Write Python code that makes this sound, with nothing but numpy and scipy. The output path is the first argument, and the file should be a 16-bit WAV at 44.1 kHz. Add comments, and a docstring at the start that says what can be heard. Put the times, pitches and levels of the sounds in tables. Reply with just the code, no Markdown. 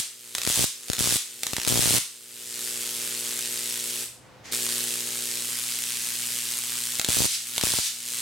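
"""High-voltage coil in a small workshop

A coil on 60 Hz mains sprays hissing corona each half cycle, while its transformer hums and rattles.
Sparks snap across the gap, once a cycle, until a loud buzzing arc catches; its surges cause thumps of
electrical interference in the microphone. The supply is cut for half a second and returns with an
overshoot. The camera's gain control ducks at each arc and creeps back."""
import sys
import numpy as np
from scipy import signal
from scipy.fft import rfft, irfft, next_fast_len
from scipy.io import wavfile
from scipy.ndimage import map_coordinates

SR = 44100
rng = np.random.default_rng(int(sys.argv[2]) if len(sys.argv) > 2 else 0)


def dump(signal):
    """Clip the signal to [-1, 1] and save it as 16-bit WAV at the path in sys.argv[1]."""
    limited = np.clip(np.atleast_2d(signal).T, -1, 1)
    pcm = np.round(limited * 32767).astype(np.int16)
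    wavfile.write(sys.argv[1], SR, pcm)


N = 362061
LEAD = SR // 4  # the coil is already running before time zero
T = np.arange(-LEAD, N) / SR
MAINS_HZ, CREST_TURNS = 60.036, 0.555  # the current peaks at this point of the cycle
OFF_S, ON_S, ON_ATTACK_S = 4.024, 4.512, 0.031  # the supply is cut, then comes back
TOP_HZ = 16000

# Point of the mains cycle where the gas breaks down: time_s, phase_turns
FIRING = [(1, 0.5), (3.6, .57), (5.1, 0.526), (5.6, 0.48)]
# Held arcs, with sparking before the start and surging before the end; levels are relative:
# start_s, end_s, first_db, last_db, hiss_db, linger_s, sparking_s, surging_s, surge_db
ARCS = [(-.2, .007, 11, -4.5, -19.5, 0.021, 0, 0.022, -16),
        (0.474, 0.65, -10.5, -2, -14.5, 0.019, .046, 0.08, -6.5),
        (.99, 1.172, -9.5, -3.5, -15, 0.016, .115, 0.19, -16),
        (1.676, 1.985, -6, 3, -17.5, .027, .1, 0.29, -4.5),
        (7.087, 7.267, -8.5, -2, -13, .082, .033, .09, -11),
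        (7.635, 7.804, -7, -11, -17, 0.063, .08, .1, -29)]


def amp(db):
    """Decibels to amplitude ratio."""
    return 10 ** (np.asarray(db) / 20)


def unit(x):
    """Scale to rms 1."""
    return x / np.sqrt(np.mean(x ** 2) + 1e-20)


def along(points, hz):
    """Interpolate (frequency, value) points on a logarithmic frequency axis."""
    freqs, values = np.transpose(points)
    return np.interp(np.log(hz + 1), np.log(freqs), values)


def curve(points):
    """Interpolate (time, value) points at every sample."""
    return np.interp(T, *np.transpose(points))


def wobble(rate_hz):
    """Smooth random modulation: a spline through Gaussian knots."""
    knots = rng.standard_normal(int(len(T) * rate_hz / SR) + 4)
    return map_coordinates(knots, [np.arange(len(T)) * rate_hz / SR])


def filtered(x, response):
    """Zero-phase filtering: multiply the spectrum by a frequency response."""
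    n = x.shape[-1]
    padded = next_fast_len(n + SR // 4)
    return irfft(rfft(x, padded) * response(np.fft.rfftfreq(padded, 1 / SR)), padded)[..., :n]


def coloured(x, spectrum):
    """Spectral shaping, scaled to rms 1."""
    return unit(filtered(x, lambda hz: amp(along(spectrum, hz))))


def stereo(pair, side_db):
    """Left and right as sum and difference of a middle and a side signal."""
    side = amp(side_db) * pair[1]
    return np.array([pair[0] + side, pair[0] - side])


def noise(spectrum, side_db):
    """Coloured Gaussian noise, partly correlated between the channels."""
    return stereo(coloured(rng.standard_normal((2, len(T))), spectrum), side_db)


def add(track, time_s, sound):
    """Superpose a sound on a track."""
    i = LEAD + round(time_s * SR)
    track[..., i:i + sound.shape[-1]] += sound


def half_cycles(phase_turns):
    """Index of each mains half cycle, counted from a given phase, and seconds since it began."""
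    count = 2 * (T * MAINS_HZ + round(MAINS_HZ) - phase_turns)
    return count.astype(int), count % 1 / (2 * MAINS_HZ)


def free_crests(start_s, end_s, events):
    """Current crests over a quarter cycle from every listed event, as (time_s, polarity 0 or 1)."""
    first, last = np.ceil(2 * (np.array([start_s, end_s]) * MAINS_HZ - CREST_TURNS)).astype(int)
    crests = [((k / 2 + CREST_TURNS) / MAINS_HZ, k % 2) for k in range(first, last)]
    taken_s = np.array(events)[:, 0]
    return [(s, polarity) for s, polarity in crests if np.abs(taken_s - s).min() > 0.25 / MAINS_HZ]


def inrush(hold_s=0.27, fade_s=0.3):
    """Switch-on transient: the share of the supply's overshoot, 0 to 1."""
    return np.interp(T, ON_S + np.cumsum([0, ON_ATTACK_S, hold_s, fade_s]), [0, 1, 1, 0])


def drive_db(overshoot_db=8):
    """Common excitation: corona, hum and rattle all follow how hard the coil is driven."""
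    # Slow course of the drive: time_s, level_db
    course = [(0, -4), (.9, -0.5), (2.1, -1.5), (2.45, -3.5), (2.7, -2.5), (3.5, 1), (4.1, 0), (5.25, 0.5),
              (5.6, 2), (7, 2.5), (7.5, 6.5), (8, -0.5)]
    return curve(course) + overshoot_db * inrush()


def power(drain_db_per_s=254):
    """Supply gain: exponential decay when cut, a quick linear rise on return."""
    draining = amp(-drain_db_per_s * np.maximum(T - OFF_S, 0))
    return np.maximum(draining, np.clip((T - ON_S) / ON_ATTACK_S, 0, 1))


def background():
    """Ambient noise floor: a low broadband rumble with faint pure tones."""
    # Spectrum of the rumble: frequency_hz, relative_db
    spectrum = [(25, -42), (60, -3.5), (120, -1), (250, -5.5), (500, -8), (900, -9), (2000, -14.5),
                (6000, -24), (15000, -38)]
    # Steady room tones: pitch_hz, level_db
    tones = [(120, -70), (510, -72.5)]
    rumble = amp(-61) * noise(spectrum, side_db=-6)
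    return rumble + sum(amp(db) * np.sqrt(2) * np.sin(2 * np.pi * hz * T) for hz, db in tones)


def transformer(restart_db=4.5, settle_s=5.35, settling_s=0.22, settle_db=12.5):
    """Forced vibration at mains harmonics: the core hums, and a loose part rattles until it settles."""
    # Partials of the core: mains_multiple, relative_db
    hum_partials = [(2, -5), (3, -19), (4, -4), (5, -35)]
    # Partials of the loose part: mains_multiple, relative_db
    rattle_partials = [(4, -6), (6, -4), (7, -8), (8, -6), (9, -15.5), (10, -12.5), (14, -17.5)]
    settled = np.clip((T - settle_s) / settling_s, 0, 1)
    hum_db = -55.5 + 0.96 * drive_db() + restart_db * (T > ON_S)
    rattle_db = -48.5 + 0.85 * drive_db() + 2 * inrush() - settle_db * settled
    phase = 2 * np.pi * (T * MAINS_HZ - curve(FIRING))
    hum = sum(amp(db) * np.sin(k * phase) for k, db in hum_partials)
    # cosines add in phase, bunching into a rasp at each firing
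    rattle = sum(amp(db + 0.42 * wobble(16)) * np.cos(k * phase) for k, db in rattle_partials)
    return np.sqrt(2) * power() * (amp(hum_db + 0.41 * wobble(6.7)) * hum + amp(rattle_db) * rattle)


def corona(rise_s=0.00039, decay_s=0.0018, glow=0.2, scatter_db=1.4, weak_db=-3, grain_db=3):
    """Partial discharge: each half cycle throws a spray of tiny streamers that thins to a faint glow."""
    # Spectrum of the streamers: frequency_hz, relative_db
    spectrum = [(40, -44), (150, -19), (400, -15.5), (700, -19), (1280, -12.5), (1890, -8), (3100, -3.5),
                (4500, -3), (6200, -3), (8600, 1), (9250, -3), (9700, -2), (12000, -5), (16000, -13.5)]
    cycle, age_s = half_cycles(curve(FIRING))
    # the two polarities break down unequally, so every other spray is weaker
    size = amp(scatter_db * rng.standard_normal(cycle.max() + 1)[cycle] + weak_db * (cycle % 2))
    spray = glow + size * (1 - np.exp(-(age_s / rise_s) ** 2)) * np.exp(-age_s / decay_s)
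    streamers = rng.standard_normal((2, len(T))) * amp(grain_db * wobble(5000))
    level_db = -31 + drive_db() + wobble(15) / 2
    return power() * amp(level_db) * stereo(coloured(streamers * spray, spectrum), side_db=-11)


def arcs(width_s=0.0013, burn=0.41, scatter_db=0.8, weak_db=-1, throb_db=-20):
    """Amplitude modulation: a held arc's roar flares at each current crest, and so it buzzes."""
    # Spectrum of the roar: frequency_hz, relative_db
    spectrum = [(60, -16), (150, -9.5), (700, -15), (1300, -9), (1900, -7), (3280, -0.5), (6200, -1),
                (8420, 2.5), (9250, 0), (9800, 0.5), (12000, -5), (16000, -10.5)]
    cycle, age_s = half_cycles(CREST_TURNS - 1 / 4)
    from_crest_s = age_s - 1 / (4 * MAINS_HZ)
    flare = unit(burn + np.exp(-0.5 * (from_crest_s / width_s) ** 2))
    current = np.zeros(len(T))
    for start, end, first_db, last_db, *_ in ARCS:
        size_db = np.interp(T, [start, end], [first_db, last_db]) + weak_db * (cycle % 2)
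        size_db += scatter_db * rng.standard_normal(cycle.max() + 1)[cycle]
        current += (T > start) * (T < end) * amp(size_db) * flare
    roar = current * noise(spectrum, side_db=-8.5)
    # the hot channel swells and shrinks with the current: a low throb under the roar
    throb = filtered(current, lambda hz: (hz / 110) ** 4 / (1 + (hz / 140) ** 6))
    return roar + amp(throb_db) * throb


def arc_hiss(fade_s=0.036):
    """Broadband noise builds under each arc, lingers after it breaks, then decays exponentially."""
    # Spectrum of the hiss: frequency_hz, relative_db
    spectrum = [(200, -51), (1000, -20), (2300, -6), (3300, 0), (5200, 1.5), (8400, 0.5), (11000, -5),
                (16000, -18)]
    envelope = np.zeros(len(T))
    for start, end, _, _, hiss_db, linger_s, *_ in ARCS:
        decay = np.exp(-np.maximum(T - end - linger_s, 0) / fade_s)
        envelope += amp(hiss_db) * np.interp(T, [start, end], [0, 1]) * decay
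    return envelope * noise(spectrum, side_db=-7)


def surges(click_s=0.00009, pulse_s=0.0002, swing_s=0.00125, jitter_s=0.0009, weak_db=-5):
    """Electrical interference thumps in the microphone: a click, a pulse and a slower opposite swing."""
    # Heavy single surges: time_s, level_db
    heavy = [(.4747, -8.5), (0.5007, -10), (0.6416, -1), (.9002, -8), (1.0073, -8.5), (1.0734, -5),
             (1.1245, -6), (1.1578, -7.5), (1.5334, -14), (1.583, -12.5), (1.675, -12.5), (1.908, 1),
             (1.9502, 1), (7.088, -6), (7.103, -11), (7.169, -6.5), (7.2046, -1.5), (7.2199, -3),
             (7.2446, -4), (7.2542, -4), (7.637, -3), (7.67, -8.5), (7.7385, -7.5), (7.7873, -8.5)]
    # once its channel is hot, an arc sputters near every crest until it breaks
    sputters = [(s + jitter_s * rng.standard_normal(),
                 surge_db + weak_db * polarity + 4.5 * rng.uniform(-1.1, 1))
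                for _, end, *_, surging_s, surge_db in ARCS
                for s, polarity in free_crests(end - surging_s, end, heavy)]
    t = np.arange(SR // 25) / SR
    lobe = lambda tau: (t / tau) ** 2 * np.exp(-t / tau) / tau
    low_cut = signal.butter(2, 50, "high", fs=SR)
    track = np.zeros((2, len(T)))
    for time_s, level_db in heavy + sputters:
        length_s = pulse_s * np.exp(0.23 * rng.standard_normal())
        pulse = 0.14 * lobe(click_s) + lobe(length_s) - 2.1 * lobe(swing_s)
        thump = signal.lfilter(*low_cut, pulse)
        side = 1.36 * np.sign(rng.standard_normal()) * rng.uniform(0.47, 1.3)
        add(track, time_s, amp(level_db) * np.outer(stereo([1, side], 0), thump / thump.max()))
    return track


def sparks(growth_db_per_s=50, branch_delay_s=0.00167, fizz_db=-23, fizz_decay_s=0.0034):
    """Shock waves: one sharp front per spark, weaker ones from its farther branches, and a short fizz."""
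    # Loud single sparks: time_s, level_db
    singles = [(0.351, 5.5), (0.383, 2.5), (.417, 0.5), (.4664, 2.5), (.9004, 4.5), (.9333, 8),
               (1.4335, 6.5), (1.4678, 5), (1.534, -1.5), (1.5666, 1), (4.5334, -9), (4.666, -2),
               (6.997, 6), (7.0147, 3.5), (7.0468, 9), (7.5805, 11), (7.612, 8), (7.629, 4), (7.637, 1)]
    # Spectrum of one shock: frequency_hz, relative_db
    spectrum = [(100, -12.5), (300, -9.5), (950, -6.5), (3600, 1), (6000, -0.5), (8400, -0.5),
                (11000, -5.5), (16000, -14)]
    # before an arc catches, the gap breaks once a mains cycle, harder as it warms
    run_up = [(s, 0.5 - growth_db_per_s * (start - s) + 1.5 * rng.standard_normal())
              for start, *_, sparking_s, _, _ in ARCS
              for s, polarity in free_crests(start - sparking_s, start, singles) if polarity]
    size = 1024
    hz, t = np.fft.rfftfreq(size, 1 / SR), np.arange(size) / SR
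    onset_s = t[size // 8]
    shock = 1j * amp(along(spectrum, hz)) * (hz < TOP_HZ) * np.exp(-2j * np.pi * hz * onset_s)
    shock /= np.abs(signal.hilbert(irfft(shock))).max()
    fizz_envelope = amp(fizz_db) * np.exp(-t / fizz_decay_s)
    track = np.zeros((2, len(T)))
    for time_s, level_db in singles + run_up:
        delays_s = np.append(0, branch_delay_s * rng.uniform(0.13, 1, size=4))
        strengths = np.append(1, 0.63 * rng.uniform(0.067, 0.82, size=4))
        arrivals = strengths @ np.exp(-2j * np.pi * np.outer(delays_s, hz))
        fizz = stereo(rng.standard_normal((2, size)), side_db=-3.5) * fizz_envelope
        add(track, time_s - onset_s, amp(level_db) * irfft(shock * (arrivals + rfft(fizz))))
    return track


def rustle(start_s=4.435, ramp_s=0.023, hold_s=0.06):
    """A faint burst of shaped noise leads into the restart."""
    # Spectrum of the rustle: frequency_hz, relative_db
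    spectrum = [(120, -34), (200, -9), (1310, -17), (1780, -7), (3010, -13), (3800, -14), (6300, -11.5),
                (15000, -34)]
    envelope = np.interp(T, start_s + np.cumsum([0, ramp_s, hold_s, ramp_s]), [0, 1, 1, 0])
    return amp(-53) * envelope * noise(spectrum, side_db=-6)


def workshop(sound, predelay=SR // 400, block=SR // 8):
    """Reverberation: the walls return a short, bright tail that changes as the discharge wanders."""
    # Reverberation time of the room: frequency_hz, t60_s
    decay_times = [(100, 0.17), (1000, 0.33), (4000, 0.36), (9000, 0.36), (16000, 0.24)]
    wet = np.zeros((2, len(T) + SR))
    for i in range(0, len(T), block):
        hz, t, bands = signal.stft(rng.standard_normal((2, SR // 3)), SR, nperseg=256)
        decay = amp(-60 * t / along(decay_times, hz)[:, None])
        tail = signal.istft(bands * decay, SR, nperseg=256)[1]
        tail = np.pad(tail, ((0, 0), (predelay, 0))) / np.linalg.norm(tail[0])
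        middle = sound[:, i:i + block].mean(0)[None]
        add(wet, T[i], signal.fftconvolve(middle, stereo(tail, side_db=-5.5), axes=1))
    return wet[:, :len(T)]


def scene():
    """Superposition: the discharges and their reverberation, with the other sources heard dry."""
    discharge = corona() + amp(-3.5) * arcs() + arc_hiss() + sparks()
    mix = discharge + amp(-6) * workshop(discharge) + surges() + transformer() + background() + rustle()
    return mix[:, LEAD:]


def smoothed(x, time_constant_s):
    """First-order lag: a one-pole low-pass filter."""
    pole = np.exp(-1 / (time_constant_s * SR))
    return signal.lfilter([1 - pole], [1, -pole], x)


def gain_control(x, knee_db=-30, slope=0.66, attack_s=0.0088, recovery_db_per_s=32, start_db=-19):
    """Compression: the gain drops quickly at a loud sound and climbs back at a steady rate."""
    level_db = 10 * np.log10(smoothed(np.mean(x ** 2, axis=0), attack_s) + 1e-12)
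    wanted_db = np.minimum(slope * (knee_db - level_db), 9)  # at most 9 dB of boost
    climb_db = recovery_db_per_s * np.arange(N) / SR
    gain_db = np.minimum(np.minimum.accumulate(wanted_db - climb_db), start_db) + climb_db
    # the gain element itself needs a moment to follow
    return x * amp(smoothed(gain_db - start_db, 0.00028) + start_db)


def record(dry, ceiling=0.6):
    """Soft saturation rounds off the peaks left by the camera's gain control; the band is then limited."""
    levelled = gain_control(dry)
    rounded = levelled / (1 + (levelled / ceiling) ** 4) ** (1 / 4)
    return filtered(rounded, lambda hz: hz < TOP_HZ)


dry = scene()
out = record(dry)
dump(out)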